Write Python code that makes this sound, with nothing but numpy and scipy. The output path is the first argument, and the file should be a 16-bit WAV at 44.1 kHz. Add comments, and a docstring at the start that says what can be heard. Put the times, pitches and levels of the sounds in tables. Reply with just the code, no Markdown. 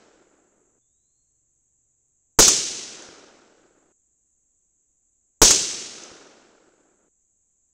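"""Rifle shots at a woodland range

The tail of an earlier shot rolls away, then a rifle fires twice from a bench; every tail is cut dead.
The muzzle blast and its first echoes overload the microphone, the trees scatter a bright, sizzling
decay, and a far hillside rolls back darker. Spent cases tick on the ground. Underneath lie still air,
a machine's hum, a thin hiss and one faint bird whistle."""
import sys
import numpy as np
from scipy import signal
from scipy.fft import rfft, irfft, next_fast_len
from scipy.io import wavfile
from scipy.ndimage import map_coordinates

SR = 44100
rng = np.random.default_rng(int(sys.argv[2]) if len(sys.argv) > 2 else 0)


def to_wav(s):
    """Save 16-bit WAV."""
    ch = np.atleast_2d(s).T  # columns
    pcm = np.round(np.clip(ch, -1, 1) * 32767)  # PCM
    wavfile.write(sys.argv[1], SR, pcm.astype(np.int16))


N = 340893
CLOCK = np.arange(N) / SR  # scene time, s
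AGE = np.arange(2 * SR) / SR  # time since a shot, s

# shots, the first fired before the scene opens: t/s, level/dB, thump trim/dB, tail cut at t/s
SHOTS = [(-1.05, 1, 0, .787), (2.3885, 0, -3, 3.922), (5.4168, 0, 1, 7.085)]
# bright spectrum of the woods' scatter, also the colour of a case's click: f/Hz, level/dB
WOODS_SPECTRUM = [(20, -76), (80, -72), (200, -66.5), (360, -59.5), (550, -67), (1000, -73), (1400, -69),
                  (1850, -69), (2600, -62), (4700, -55), (6200, -49), (7800, -55), (9500, -66),
                  (11300, -86)]


def amp(db):
    """Decibels to gain."""
    return 10 ** (np.asarray(db) / 20)


def unit(x):
    """Scale to rms 1."""
    return x / np.sqrt(np.mean(x ** 2) + 1e-20)


def along(points, hz):
    """Read (f/Hz, value) points on a log frequency axis."""
    freqs, values = np.transpose(points)
    return np.interp(np.log(hz + 1), np.log(freqs + 1), values)


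def fade(t, t60):
    """Hold at 1 until t = 0, then lose 60 dB every t60 seconds."""
    return np.exp(-np.log(1000) * np.maximum(t, 0) / t60)


def filtered(x, response):
    """EQ x with a gain curve given as a function of frequency."""
    size = next_fast_len(len(x) + SR // 8, True)
    return irfft(rfft(x, size) * response(np.fft.rfftfreq(size, 1 / SR)), size)[:len(x)]


def noise(n, spectrum):
    """Noise at rms 1, coloured by (f/Hz, level/dB) points."""
    return unit(filtered(rng.standard_normal(n), lambda hz: amp(along(spectrum, hz))))


def wobble(t, rate):
    """A smooth random curve over times t, rate knots a second."""
    return map_coordinates(rng.standard_normal(int(t[-1] * rate) + 4), [t * rate])


def add(track, at_s, sound):
    """Mix a sound into the track, dropping what falls outside."""
    start = round(at_s * SR)
    part = sound[max(-start, 0):len(track) - start]
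    track[max(start, 0):max(start, 0) + len(part)] += part


def scatter(spectrum, lumpy_db, rate, alike_below_hz=900):
    """Countless small echoes, a row per shot: the lows come back alike each time, the highs vary."""
    hz = np.fft.rfftfreq(len(AGE), 1 / SR)
    lumps = unit(amp(lumpy_db * wobble(AGE, rate)))  # some trunks answer louder than others
    waves = rfft(rng.standard_normal((len(SHOTS), len(AGE))) * lumps)
    waves = np.where(hz < alike_below_hz, waves[0], waves)
    return irfft(waves * amp(along(spectrum, hz))) * np.sqrt(SR / 2)


def absorbed(x, t60s, start_s):
    """Air and leaves soak up each frequency at its own speed from start_s on."""
    hz, t, bands = signal.stft(x, SR, nperseg=512)
    decay = fade(t - start_s, along(t60s, hz)[:, None])
    return signal.istft(bands * decay, SR)[1][:, :len(AGE)]


def woods(rise_s=.03):
    """The trees scatter each shot into a bright, sizzling tail."""
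    # decay among the trees: f/Hz, t60/s
    t60s = [(60, 1.7), (350, 2.2), (1500, 2), (3200, 1.45), (6200, 1.23), (9500, 1.05), (14000, .85)]
    tail = absorbed(scatter(WOODS_SPECTRUM, lumpy_db=1, rate=200), t60s, 0)
    return tail * (1 - np.exp(-AGE / rise_s))


def hillside(delay_s=.6, rise_s=.07):
    """A far slope sends each shot back as a late, dark roll."""
    # colour of the roll: f/Hz, level/dB
    spectrum = [(30, -106), (100, -99), (180, -86), (300, -77), (430, -75), (700, -79.5), (1100, -85),
                (1400, -79), (1800, -86.5), (3500, -94), (7000, -114), (10000, -145)]
    # decay of the roll: f/Hz, t60/s
    t60s = [(100, 4.5), (330, 3.8), (550, 2.8), (1400, 2.4), (4000, 1.8)]
    swell = (1 + np.tanh((AGE - delay_s) / rise_s + 1)) / 2
    return absorbed(scatter(spectrum, lumpy_db=2.2, rate=170), t60s, delay_s) * swell


def still_air(db=-78.5):
    """A soft, bass-heavy bed of outdoor air."""
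    # colour of the air: f/Hz, relative level/dB
    spectrum = [(15, -2), (35, -3), (70, -9), (130, -17), (320, -16), (600, -25), (1200, -33), (4000, -39),
                (6000, -60)]
    return amp(db) * noise(N, spectrum)


def machine_hum(waver_db=2.5):
    """A far machine drones on wavering low tones, cut off with the second shot's tail."""
    # hum tones: f/Hz, level/dB
    tones = [(70, -89), (118, -87.5), (139, -93)]
    hum = sum(amp(db + waver_db * wobble(CLOCK, 5)) * unit(np.sin(2 * np.pi * hz * CLOCK))
              for hz, db in tones)
    return hum * (CLOCK < SHOTS[1][-1])


def microphone_hiss(db=-69):
    """The microphone adds a thin, narrow band of hiss."""
    # hiss band: f/Hz, relative level/dB
    spectrum = [(4000, -41), (5400, -34), (6100, -10), (6600, -3), (7500, 0), (8000, -4), (8500, -35),
                (15000, -48)]
    return amp(db) * noise(N, spectrum)


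def bird(waver_hz=20, flutter_db=3, swell_db=5, attack_s=.03, release_t60=.35,
         wet_db=-3, forest_t60=1.1, ease=.87):
    """One unsteady far whistle glides up, swells and levels out, smeared by the trees."""
    # the call: t/s, length/s, first f/Hz, last f/Hz, level/dB at the top of the glide
    call = (.8, .42, 3480, 4270, -87)
    start, length, first_hz, last_hz, db = call
    t = CLOCK - start
    climb = np.sin(np.pi / 2 * np.clip(t / length, 0, 1) ** ease) ** 2
    pitch = first_hz + (last_hz - first_hz) * climb + waver_hz * wobble(CLOCK, 90)
    envelope = np.clip(t / attack_s, 0, 1) * fade(t - length, release_t60)
    level = envelope * amp(db - swell_db * (1 - climb) + flutter_db * wobble(CLOCK, 30))
    whistle = level * np.sin(2 * np.pi * np.cumsum(pitch) / SR)
    trees = rng.standard_normal(SR) * fade(AGE[:SR], forest_t60)
    reverb = signal.fftconvolve(whistle, trees / np.linalg.norm(trees))[:N]
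    return whistle + amp(wet_db) * reverb


def arrivals(count=6, first_gap_s=.000955, ground_lag_s=.0016, ground_db=-4.5):
    """The blast bounces between muzzle, bench and shelter, then returns as distinct echoes."""
    # echoes, shelter roof to hillside: delay/s, pulse level/dB, pulse length/s, crack level/dB
    echoes = [(.0137, 9.6, .00042, -17), (.0375, -6, .00025, -22), (.0912, -7, .00025, -6),
              (.7, -34, .0006, -63)]
    bounce = np.arange(count)  # 0 is the direct blast; each bounce is weaker and longer
    gaps = first_gap_s * 1.42 ** bounce
    pulse_dbs = 8.4 - .25 * bounce
    lengths = .00017 * 1.16 ** bounce
    crack_dbs = -7 - .1 * bounce
    bounces = zip(np.cumsum(gaps) - gaps, pulse_dbs, lengths, crack_dbs)
    off_ground = [(delay + ground_lag_s, pulse_db + ground_db, length, crack_db + ground_db)
                  for delay, pulse_db, length, crack_db in echoes]
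    return [*bounces, *echoes, *off_ground]


def muzzle_blast(crack_t60=.06, bluntness=.25):
    """Each arrival of the pressure pulse shakes the bench and trails a bright crack."""
    # ringing modes of the bench and its shelter: f/Hz, level/dB, t60/s
    bench_modes = [(115, -38, .12), (215, -31, .06), (370, -29, .05), (425, -19, .045), (530, -20, .025),
                   (980, -18.5, .012), (1400, -20, .014)]
    # colour of the crack: f/Hz, relative level/dB
    crack_spectrum = [(200, -22), (1000, -10), (2200, -15), (4500, -9), (6500, 2), (7600, -4), (10000, -22),
                      (15000, -36)]
    out = np.zeros(len(AGE))
    t = AGE[:SR // 6]
    ring = sum(amp(db) * np.sin(2 * np.pi * hz * t) * fade(t, t60) for hz, db, t60 in bench_modes)
    for delay, pulse_db, length, crack_db in arrivals():
        progress = t / length
        pulse = (1 - progress) * np.exp(-progress)  # sudden overpressure, then longer suction
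        rounding = progress * np.exp(-progress / bluntness)  # longer pulses have blunter fronts
        pulse = signal.fftconvolve(pulse, rounding / rounding.sum())[:len(t)]
        crack = noise(len(t), crack_spectrum) * fade(t, crack_t60)
        add(out, delay, amp(pulse_db) * (pulse + ring) + amp(crack_db) * crack)
    return out


def near_scatter(hold_s=.058, t60=.45):
    """Bench, ground and nearest trunks answer at once with a dense splash."""
    # colour of the splash: f/Hz, level/dB
    spectrum = [(20, -63), (70, -65), (115, -60), (160, -62), (260, -57), (380, -50), (600, -59),
                (1000, -63.5), (2000, -63), (4500, -51.5), (6200, -44), (7800, -51), (10000, -67),
                (11500, -80)]
    return scatter(spectrum, lumpy_db=1.5, rate=160) * fade(AGE - hold_s, t60)


def low_thump(db=-10, hz=28, t60=.11, delay_s=.008):
    """One slow, sub-bass push and pull under each shot."""
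    t = np.maximum(AGE - delay_s, 0)
    return amp(db) * np.sin(2 * np.pi * hz * t) * fade(t, t60)


def rifle():
    """Each shot layers blast, thump and outdoor tail, and ends on a hard cut."""
    out = np.zeros(N)
    tails = near_scatter() + woods() + hillside()
    for (start, db, thump_db, cut), tail in zip(SHOTS, tails):
        shot = muzzle_blast() + amp(thump_db) * low_thump() + tail
        add(out, start, amp(db) * shot * (AGE < cut - start))
    return out


def spent_cases(click_db=-6, click_t60=.02, contact_s=.001):
    """Ejected brass lands on soft ground with a click and a short ring."""
    # landings: t/s, level/dB
    landings = [(2.926, -39), (3.021, -38), (6.035, -30)]
    # ringing modes of a case: f/Hz, level/dB, t60/s
    brass_modes = [(6150, -3, .04), (6650, -2, .035), (7500, -9, .03), (13300, -45, .08)]
    out = np.zeros(N)
    t = AGE[:SR // 4]
    attack = 1 - np.exp(-t / contact_s)
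    for start, db in landings:
        ring = sum(amp(mode_db + rng.normal(0, 2)) * np.sin(2 * np.pi * hz * t) * fade(t, t60)
                   for hz, mode_db, t60 in brass_modes)
        click = noise(len(t), WOODS_SPECTRUM) * fade(t, click_t60)
        add(out, start, amp(db) * (ring + amp(click_db) * click) * attack)
    return out


def scene():
    """Rifle, brass and bird over the quiet bed, in mono."""
    return (rifle() + spent_cases() + bird() + still_air() + machine_hum() + microphone_hiss())[None]


def record(dry, ceiling=.51, hardness=6, top_hz=15750):
    """The overloaded input flattens the blast's peaks; a steep low-pass shaves off the top."""
    clipped = dry[0] / (1 + np.abs(dry[0] / ceiling) ** hardness) ** (1 / hardness)
    return filtered(clipped, lambda hz: 1 / (1 + (hz / top_hz) ** 120))[None]


dry = scene()
out = record(dry)
to_wav(out)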